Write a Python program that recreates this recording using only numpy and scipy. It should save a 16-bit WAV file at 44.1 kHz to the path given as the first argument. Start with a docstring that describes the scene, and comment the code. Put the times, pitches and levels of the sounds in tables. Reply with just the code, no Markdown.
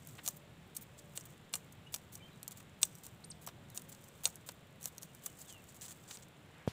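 """A quiet field, with dry grass disturbed close by. The blades move by stick-slip friction: they scrape
over each other, catch and snap free, and each release excites the damped modes of the stalks.
Small birds and a dove call far off in gliding tones, over a low rumble and a hush of air.
One thin, very high squeak arches up and down, loudest as its pitch crosses two resonances.
At the end a hand bumps the camera, whose body answers with a dull thump."""
import sys
import numpy as np
from scipy import signal
from scipy.fft import rfft
from scipy.io import wavfile
from scipy.ndimage import uniform_filter1d

SR = 44100
rng = np.random.default_rng(int(sys.argv[2]) if len(sys.argv) > 2 else 0)


def dump_mix(stems):
    """Bounce the given channels to the path in sys.argv[1] as a 16-bit WAV at rate SR."""
    frames = np.atleast_2d(stems).T  # one column per channel
    limited = np.clip(frames, -1, 1)  # hard clip at full scale
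    pcm = np.round(limited * 32767).astype(np.int16)
    wavfile.write(sys.argv[1], SR, pcm)


N = 296376

# spectrum of the far rumble: (frequency [Hz], relative density [dB])
RUMBLE_SPECTRUM = [(20, -15), (40, -19.5), (70, -4.5), (110, -1), (155, 1.5), (200, -4), (260, -13.5),
                   (400, -25.5), (900, -57)]
# envelope of the far rumble: (time [s], level [dB])
RUMBLE_LEVELS = [(0.0, -56), (0.18, -60), (3.6, -59), (4.1, -61), (6.6, -62.5)]
# spectrum of quiet air and hiss: (frequency [Hz], relative density [dB])
AIR_SPECTRUM = [(100, -12.5), (250, 5), (400, 3), (600, 1), (1000, -3), (2000, -5.5), (3600, -7),
                (4700, -17), (6400, -20.5), (7400, -14), (8300, -19.5), (9500, -21.5), (13000, -23.5),
                (15500, -23)]
# notes of small birds:
# (start [s], length [s], relative level [dB], first pitch [Hz], middle pitch [Hz], last pitch [Hz])
BIRD_NOTES = [(1.861, 0.022, -57.5, 2530, 2890, 2920), (2.197, 0.024, -65, 2430, 2330, 2260),
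              (2.21, 0.067, -59.5, 3010, 3125, 3140), (2.277, 0.026, -66.5, 2470, 2420, 2320),
              (2.305, 0.059, -72, 4130, 3900, 3700), (3.69, 0.069, -71, 4400, 3760, 3250),
              (5.073, 0.05, -73, 3080, 2850, 2720), (5.265, 0.041, -66, 2900, 2990, 2880),
              (5.452, 0.16, -62.5, 3870, 2940, 2670)]
# coos of a dove:
# (start [s], length [s], relative level [dB], first pitch [Hz], middle pitch [Hz], last pitch [Hz])
DOVE_NOTES = [(.2, 0.39, -72, 570, 582, 551), (.9, 0.27, -71, 575, 585, 560),
              (3.55, 0.15, -72, 587, 566, 565), (3.85, .37, -73, 554, 550, 552),
              (4.6, 0.23, -72, 577, 553, 513)]
# arch of the squeak: (time [s], pitch [Hz])
SQUEAK_PITCH = [(3.238, 3600), (3.244, 4700), (3.246, 8550), (3.252, 9200), (3.255, 11740), (3.288, 13000),
                (3.298, 11400), (3.303, 8450), (3.309, 8140), (3.315, 5440), (3.323, 3470)]
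# response with two resonances that the squeak crosses: (frequency [Hz], relative level [dB])
SQUEAK_RESPONSE = [(3300, -65), (4450, -51.5), (5300, -50.5), (7000, -55), (8500, -47), (9200, -54),
                   (10500, -73), (13000, -75)]
# modes of the camera body: (frequency [Hz], relative level [dB], t60 [s])
CAMERA_MODES = [(132, -0.5, 0.017), (209, -1.5, 0.02), (467, 3, 0.0096), (910, -25, 0.01)]
# modes of a dry stalk: (frequency [Hz], relative level [dB], t60 [s])
STALK_MODES = [(2377, -5, .03), (2863, -8, .025), (3488, -6, .03), (3743, -2, .028), (4295, -2, .025),
               (4824, -8, .02), (5801, -2, .025), (6080, -7, .022), (6460, -6, .02), (6660, -2, .022),
               (7055, 0, .028), (7655, 0, .026), (8105, 0, .027), (9675, -3, .03), (10200, -3, .03),
               (10644, -5, .03)]
# slow pressure on the whole tuft: (time [s], relative level [dB])
TUFT_PRESSURE = [(0, -64), (0.1, -60), (0.33, -59), (0.42, -85), (0.95, -71.5), (1.31, -62.5), (1.47, -89),
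                 (2.58, -66.5), (2.72, -82.5), (3.0, -65), (3.55, -82.5), (3.88, -65.5), (4.33, -65.5),
                 (4.55, -89.5), (5.42, -57.5), (5.62, -67.5), (6.2, -60.5), (6.27, -87.5)]
# filter that colours the stirring tuft: (frequency [Hz], gain [dB])
TUFT_SPECTRUM = [(200, -20), (1000, -9), (2000, -6), (3700, -5.5), (5500, 0), (6600, 3.5), (7600, 8),
                 (8400, 7.5), (9500, -1.5), (12000, -1), (15000, 5)]
# dull brushes against the litter: (middle [s], length [s], peak level [dB], centre frequency [Hz])
LITTER_BRUSHES = [(.191, 0.025, -50.5, 2310), (2.607, .014, -57.5, 1790), (6.108, 0.028, -58, 950),
                  (6.113, .02, -55, 2900), (6.601, .24, -63.5, 1710)]
# filter that colours rubbed dry leaf: (frequency [Hz], gain [dB])
LEAF_SPECTRUM = [(200, -28), (600, -2), (1100, -6), (1800, -6), (2600, -6.5), (3700, -1), (5500, -3.5),
                 (6600, 3.5), (7600, 7), (8400, 4), (9500, 2), (12000, -1.5), (15000, 5.5)]
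# blades sliding without catching: (start [s], length [s], level at 5-10 kHz [dB], relative fizz [dB])
FREE_SLIDES = [(0.363, 0.0092, -64, 7), (0.811, .02, -60, 3), (0.977, 0.018, -58, -10),
               (1.254, 0.0047, -55.5, -2), (2.516, 0.0061, -50.5, -5), (2.571, 0.011, -57, -4),
               (2.598, .007, -58.5, -9), (3.033, 0.025, -56.5, -5), (3.412, .037, -65.5, -3),
               (3.887, 0.013, -59, .5), (3.918, .01, -53.5, -9), (4.87, 0.014, -55, -1),
               (5.386, .039, -59.5, -4), (5.481, 0.031, -55.5, -16), (5.681, .025, -60.5, -11),
               (5.743, .029, -63, -6), (5.817, 0.051, -52, -11), (5.882, 0.043, -53, -11),
               (6.078, 0.083, -55.5, -17), (6.224, 0.0079, -56, -15)]
# spectrum of the woody knock: (frequency [Hz], relative density [dB])
WOOD_SPECTRUM = [(150, -25.5), (350, -18), (550, -0.5), (1150, -1), (1700, -8.5), (3000, -13.5),
                 (8000, -34)]
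# snaps of dry stalks and, a few milliseconds after some of them, their ground echoes (at 0.2811, 1.5422,
# 1.5579, 1.946 and 5.263 s), with knock, body and fizz relative to the crack; a slide of 0 means none: # (time
# [s], crack level [dB], knock [dB], body [dB], fizz [dB], crumbling t60 [s], slide before [s])
SNAPS_AND_ECHOES = [(0.0728, -58.5, -17, -16, 9.5, .005, 0.00042), (0.0877, -59, -18, -4, -3, 0.0085, 0),
                    (0.2622, -42.5, -20, -5.5, -3, 0.026, .02), (0.2773, -33, -14.5, -8.5, -4, 0.0045, 0.02),
                    (0.2811, -46, -16, -19, 2, .009, 0), (0.2866, -35, -22, -25, -2, 0.01, 0.0088),
                    (0.7665, -42, -21, -12, -0.5, .022, 0.013), (0.7696, -49, -30, -7, 9, 0.0083, 0),
                    (1.1671, -57, -14, -10, 4, .014, 0), (1.1754, -37.5, -14.5, -7.5, -7, 0.0059, 0.017),
                    (1.2091, -52.5, -14, -17, -7, .016, 0), (1.5383, -34.5, -10.5, -1.5, -13, 0.011, 0.0062),
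                    (1.5422, -42, -15, -10, -1, 0.007, 0.0031), (1.5548, -38.5, -14, -12, -2, 0.0085, 0.00024),
                    (1.5579, -49, -19, -16, -5, .02, 0.0025), (1.724, -58.5, -16, -20, 0, .021, 0),
                    (1.9417, -38.5, -10.5, -1.5, -3, 0.021, .014), (1.946, -42, -17, -9, 3.5, .009, 0),
                    (1.961, -47, -12, -9, -3, .017, 0.005), (2.1542, -47, -29, -12, -2.5, 0.012, .026),
                    (2.4303, -49.5, -17, -7.5, 2.5, 0.0068, 0), (2.4789, -43, -14.5, -11, 1, 0.014, 0),
                    (2.5106, -56, -15, -5, 3, .006, 0), (2.8309, -21.3, -22, -6, -11, 0.0087, 0.01),
                    (2.853, -46, -19, -22, 1, 0.016, 0.0002), (2.9529, -55, -23, -15, 0, .008, 0.00013),
                    (3.0662, -50, -14, -11, 1, 0.012, 0.0037), (3.4653, -49, -15, -15, -1, 0.024, 0),
                    (3.4734, -46.5, 2.5, -6, 1, 0.015, 0.0016), (3.4867, -57.5, 6.5, 3.5, -4, 0.025, 0),
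                    (3.702, -61.5, -14, -10, 5, .005, 0.00048), (3.7754, -37, -20.5, -9.5, -7, 0.012, .024),
                    (3.82, -59, -12, -11, 5, .005, 0.002), (3.9484, -57.5, -19, -6, -5, .016, 0),
                    (4.0406, -59.5, -18, -12, -2, 0.02, 0.0003), (4.0868, -60, -18, -17, 0, .006, 0),
                    (4.2552, -24.5, -19.5, -4.5, -13.5, 0.0083, 0.016),
                    (4.2659, -43.5, -5.5, -11, -5, .022, 0.00098), (4.2747, -47, -4, -19, 3, 0.0088, 0.0022),
                    (4.3572, -54.5, -23, -29, 4.5, 0.0046, 0), (4.4893, -44.5, -2.5, -2.5, -5, 0.019, .021),
                    (4.5194, -63, -14, -7, 7, .009, 0), (4.8292, -49, -21, -18, -1, 0.011, 0.015),
                    (4.8413, -46, -27, -14, -7, .014, 0.0044), (4.857, -37.5, -14, -9.5, 0, 0.0045, .01),
                    (4.9814, -47, -20, -9, -3.5, .011, 0), (5.0239, -52, -17, -13, -6, .016, 0.0046),
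                    (5.031, -47.5, -13, -8.5, -2, .019, .008), (5.1492, -58, -18, -21, 1, 0.013, 0.001),
                    (5.26, -43, -17, -16, 1.5, 0.017, .019), (5.263, -41, -11.5, -11, 0.5, .022, 0),
                    (5.5257, -54.5, -14, -11, -2, .008, 0.0042), (5.641, -64, -18, -9, 1, .008, 0.00041),
                    (5.8117, -51, -16, -10, -8, 0.031, 0), (6.1101, -49, -11, -0.5, -8, .045, 0.0015),
                    (6.172, -53, -9, -2.5, -10, 0.0046, 0.0011)]


def gain_of(db):
    """Amplitude ratio for a level in decibels."""
    return 10 ** (np.asarray(db) / 20)


def decay(t, t60, db=0):
    """Exponential damping: an amplitude that starts at db and loses 60 dB every t60 seconds."""
    return gain_of(db - 60 * t / t60)


def unit_rms(x):
    """Normalisation to rms 1."""
    return x / np.sqrt(np.mean(x ** 2) + 1e-20)


def level_at(spectrum, hz):
    """Linear interpolation of a spectrum over log frequency."""
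    frequencies, db = np.transpose(spectrum)
    return np.interp(np.log(hz + 1), np.log(frequencies + 1), db)


def envelope(rows):
    """Linear interpolation of levels over time, giving a gain for every sample."""
    times, db = np.transpose(rows)
    return gain_of(np.interp(np.arange(N) / SR, times, db))


def add(mix, start, sound):
    """Superposition: sums a sound into the mix from a start time in seconds."""
    part = mix[max(round(start * SR), 0):][:len(sound)]
    part += sound[:len(part)]


def colour(x, spectrum, size=4096):
    """Minimum-phase filtering: causal, so attacks stay sharp."""
    log_gain = np.log(gain_of(level_at(spectrum, abs(np.fft.fftfreq(size, 1 / SR)))))
    response = np.exp(np.conj(signal.hilbert(log_gain)))
    taps = np.fft.ifft(response).real[:size // 2]
    return signal.fftconvolve(x, taps)[:len(x)]


def band_energy(x, low_hz, high_hz):
    """Energy in a band, summed over the power spectrum."""
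    hz = np.fft.rfftfreq(len(x), 1 / SR)
    return 2 * np.sum(abs(rfft(x)[(hz > low_hz) & (hz < high_hz)]) ** 2) / len(x) + 1e-20


def drift(count, seconds):
    """Low-pass noise of rms 1 that changes over the given time."""
    width = max(int(seconds * SR), 1)
    return unit_rms(uniform_filter1d(uniform_filter1d(rng.standard_normal(count), width), width))


def outdoors(x, near_db, far_db, near_t60=0.077, far_t60=0.4, echo_s=.0042, echo_db=-15):
    """Reflection and scattering: one ground echo, quick scatter from grass and a tail from the field."""
    t = np.arange(SR // 2) / SR
    near, far = (rng.standard_normal(len(t)) * decay(t, t60) * (t > echo_s)
                 for t60 in (near_t60, far_t60))
    taps = gain_of(near_db) * near / np.linalg.norm(near) + gain_of(far_db) * far / np.linalg.norm(far)
    add(taps, echo_s, gain_of([echo_db]))
    return x + signal.fftconvolve(x, taps)[:N]


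def field(air_db=-62.5, waver_db=0.77):
    """Ambient noise under slow amplitude modulation: a wavering far rumble and a nearly even hush."""
    rumble = unit_rms(colour(rng.standard_normal(N), RUMBLE_SPECTRUM)) * envelope(RUMBLE_LEVELS)
    rumble *= gain_of(waver_db * drift(N, .05))
    air = unit_rms(colour(rng.standard_normal(N), AIR_SPECTRUM))
    return rumble + air * gain_of(air_db + 0.22 * drift(N, 0.051))


def tone(hz, waver, octave_db):
    """Frequency modulation: an unsteady sine, with a weak octave while its pitch is below SR / 8."""
    pitch = hz * (1 + waver * drift(len(hz), .002))
    phase = 2 * np.pi * np.cumsum(pitch) / SR
    return np.sqrt(2) * (np.sin(phase) + gain_of(octave_db) * (pitch < SR / 8) * np.sin(2 * phase))


def bird_calls(notes, waver, octave_db, swell):
    """Amplitude and frequency modulation: each note swells and fades as its pitch follows a parabola."""
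    out = np.zeros(N)
    for start, length, db, *pitches in notes:
        progress = np.linspace(0, 1, int(length * SR), endpoint=False)
        hz = np.polyval(np.polyfit([0, .5, 1], pitches, 2), progress)
        arch = np.sin(np.pi * progress) ** swell
        add(out, start, gain_of(db) * arch * tone(hz, waver, octave_db))
    return out


def squeak(rise_db=2):
    """Swept resonance: a gliding tone is loud where it crosses a peak, and grows a little with time."""
    out = np.zeros(N)
    times, pitches = np.transpose(SQUEAK_PITCH)
    t = np.arange(times[0], times[-1], 1 / SR)
    hz = np.interp(t, times, pitches)
    db = level_at(SQUEAK_RESPONSE, hz) + rise_db * np.linspace(-.5, .5, len(t))
    amplitude = gain_of(db) * signal.windows.tukey(len(t), .05)
    add(out, times[0], amplitude * tone(hz, waver=0.01, octave_db=-14))
    return out


def camera_bump(start=6.6765, thump_gain_db=-23, rub_db=-50, rub_t60=0.25):
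    """Impact: a hand excites the damped modes of the camera body, and skin friction lingers after it."""
    out, t = np.zeros(N), np.arange(SR // 10) / SR
    thump = sum(decay(t, t60, db) * np.sin(2 * np.pi * hz * t) for hz, db, t60 in CAMERA_MODES)
    thump = colour(thump, [(15, -36), (40, -29), (70, -5), (110, 1.5)])  # little deep bass passes
    skin = [(30, -20), (100, -15), (900, -6), (1700, -7), (3500, -4.5), (6000, -10.5), (15000, -22)]
    rub = unit_rms(colour(rng.standard_normal(len(t)), skin))
    add(out, start, gain_of(thump_gain_db) * thump + decay(t, rub_t60, rub_db) * rub)
    return out


def friction(count, per_s, spread_db, smooth):
    """Shot noise: tiny random slips of uneven size over a smooth rub."""
    size = gain_of(spread_db * np.minimum(rng.exponential(1, count), 4))
    slips = size * rng.choice([-1, 1], count) * (rng.random(count) < per_s / SR)
    return unit_rms(slips) + smooth * rng.standard_normal(count)


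def stalk(push, ring_db):
    """Modal resonance: a push is heard directly and through the short-lived modes of a stalk."""
    t = np.arange(SR // 20) / SR
    detunings = 1 + .003 * rng.standard_normal(len(STALK_MODES))
    ring = sum(decay(t, t60, db + ring_db) * np.cos(2 * np.pi * hz * detune * t)
               for (hz, db, t60), detune in zip(STALK_MODES, detunings))
    return push + signal.fftconvolve(push, ring)[:len(push)]


def catches(usual_snap_db=-40, force_share=0.5):
    """Stick-slip events, the rows that follow a slide: (time [s], slide [s], relative force [dB])."""
    return [(time, slide, force_share * (db - usual_snap_db))
            for time, db, *_, slide in SNAPS_AND_ECHOES if slide > 0]


def tuft_stir(gain_db=-9, shake_db=-63.5, shake_t60=0.44, stray_db=-84):
    """Incoherent sources add in power: the tuft crackles under slow pressure and after each catch."""
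    out, t = np.zeros(N), np.arange(SR // 2) / SR
    power = envelope(TUFT_PRESSURE) ** 2
    for time, _, force in catches():
        add(power, time, decay(t, shake_t60, shake_db + force) ** 2)
    strength = gain_of(gain_db) * np.sqrt(power)
    clumps = gain_of(3 * drift(N, .005))
    for blade_hz in np.geomspace(3500, 14000, 5):  # every blade has a pitch of its own
        crackle = friction(N, per_s=300, spread_db=3.5, smooth=.4) * clumps
        stray_ticks = friction(N, per_s=7, spread_db=2.5, smooth=0)
        resonance = signal.iirpeak(blade_hz, Q=2, fs=SR)
        out += signal.lfilter(*resonance, strength * crackle + gain_of(stray_db) * stray_ticks)
    return colour(out, TUFT_SPECTRUM)


def litter_brushes():
    """Band-limited friction noise: soft mid-range swells of rubbing against the litter."""
    out = np.zeros(N)
    for middle, length, db, hz in LITTER_BRUSHES:
        count = int(2 * length * SR)
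        band = [(hz / 8, -18), (hz / 2, -1), (hz, 0), (hz * 1.53, -2), (hz * 2.4, -18), (hz * 5, -35)]
        rub = colour(friction(count, per_s=5400, spread_db=3, smooth=.8), band)
        add(out, middle - length, gain_of(db) * unit_rms(rub) * np.hanning(count) ** 3)
    return out


def blade_scrapes(stick_s=.005, spring_delay_s=.013, spring_s=0.011, release_s=0.005, fizz_lift_db=4):
    """Sliding friction, a dense run of slips: blades glide freely, lead into a catch or spring back."""
    out, t = np.zeros(N), np.arange(SR // 7) / SR
    # rows like those of FREE_SLIDES, before and after each catch
    leading = [(time - stick_s - slide, slide, -56.5 + force, -2.5) for time, slide, force in catches()]
    springing = [(time + spring_delay_s, spring_s, -62 + force, -4.5) for time, _, force in catches()]
    for start, length, db, fizz in FREE_SLIDES + leading + springing:
        pressure = np.interp(t, [0, length * 2 / 3], [0.84, 1])
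        pressure *= np.exp(-np.maximum(t - length, 0) / release_s)
        slips = friction(len(t), per_s=3000, spread_db=3.3, smooth=.5)
        slips *= gain_of(2.3 * drift(len(t), .002))
        rub = colour(stalk(pressure * slips, ring_db=-53.5), LEAF_SPECTRUM)
        rub = colour(rub, [(8000, 0), (12000, fizz + fizz_lift_db)])
        rub /= np.sqrt(band_energy(rub, 5000, 10000) / (length * SR))
        add(out, start, gain_of(db) * rub)
    return out


def straw_ticks(count=18, floor_db=-70, knock_db=-17, body_db=-10, fizz_db=0, t60=0.0069):
    """Random point process: single straws snap more often under pressure; rows as in SNAPS_AND_ECHOES."""
    odds = np.cumsum(envelope(TUFT_PRESSURE) ** 0.52)
    rows = []
    for when, rarity in rng.random((count, 2)):
        time = np.searchsorted(odds, when * odds[-1]) / SR
        db = floor_db - 2 * np.log(max(rarity, .03))
        rows.append((time, db, knock_db, body_db, fizz_db, t60, 0))
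    return rows


def stalk_snaps(crumble_db=-15, knock_t60=0.028, knock_rise_s=0.0011, knock_trim_db=-1):
    """Brittle fracture: an impulse, then crumbling fibres; a stout stalk has more body and knock. The ground
    echoes in the table are built the same way."""
    out, t = np.zeros(N), np.arange(SR // 10) / SR
    impulse = t == 0
    attack = SR // 230  # the first 4 ms set the level of each part
    body_band, crack_band, fizz_band = (signal.butter(3, hz, "band", fs=SR, output="sos")
                                        for hz in ([2550, 5200], [5600, 8700], [9600, 16000]))
    for time, db, knock_db, body_db, fizz_db, t60, _ in SNAPS_AND_ECHOES + straw_ticks():
        coarse, fine, blow = rng.standard_normal((3, len(t)))
        ringing = stalk(impulse + decay(t, t60, crumble_db) * coarse, ring_db=-33)
        fibres = impulse + decay(t, 1.37 * t60, crumble_db) * fine  # the finest fibres let go last
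        knock = colour(blow * decay(t, knock_t60) * (1 - np.exp(-t / knock_rise_s)), WOOD_SPECTRUM)
        parts = [(knock, knock_db + knock_trim_db),
                 (signal.sosfilt(body_band, ringing), body_db),
                 (signal.sosfilt(crack_band, ringing), 0),
                 (signal.sosfilt(fizz_band, fibres), fizz_db)]
        for part, part_db in parts:
            add(out, time, gain_of(db + part_db) * part / np.sqrt(np.mean(part[:attack] ** 2)))
    return out


def scene():
    """Superposition in one channel: near grass is mostly direct sound, far birds carry more scatter."""
    grass = stalk_snaps() + blade_scrapes() + litter_brushes() + tuft_stir()
    near_grass = outdoors(grass, near_db=-31.5, far_db=-30)
    small_birds = bird_calls(BIRD_NOTES, waver=0.0095, octave_db=-37, swell=0.63)
    dove = bird_calls(DOVE_NOTES, waver=0.0057, octave_db=-20, swell=0.32)
    near_squeak = outdoors(squeak(), near_db=-19, far_db=-20)
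    far_birds = gain_of(-1.5) * outdoors(small_birds + dove, near_db=-4, far_db=-11, near_t60=.09)
    return (near_grass + near_squeak + far_birds + field() + camera_bump())[None]


def record(dry):
    """Band limiting: a linear-phase low-pass filter removes the highest treble."""
    low_pass = signal.firwin(255, cutoff=15550, window=("kaiser", 8), fs=SR)
    return signal.oaconvolve(dry, low_pass[None], "same")


dry = scene()
out = record(dry)
dump_mix(out)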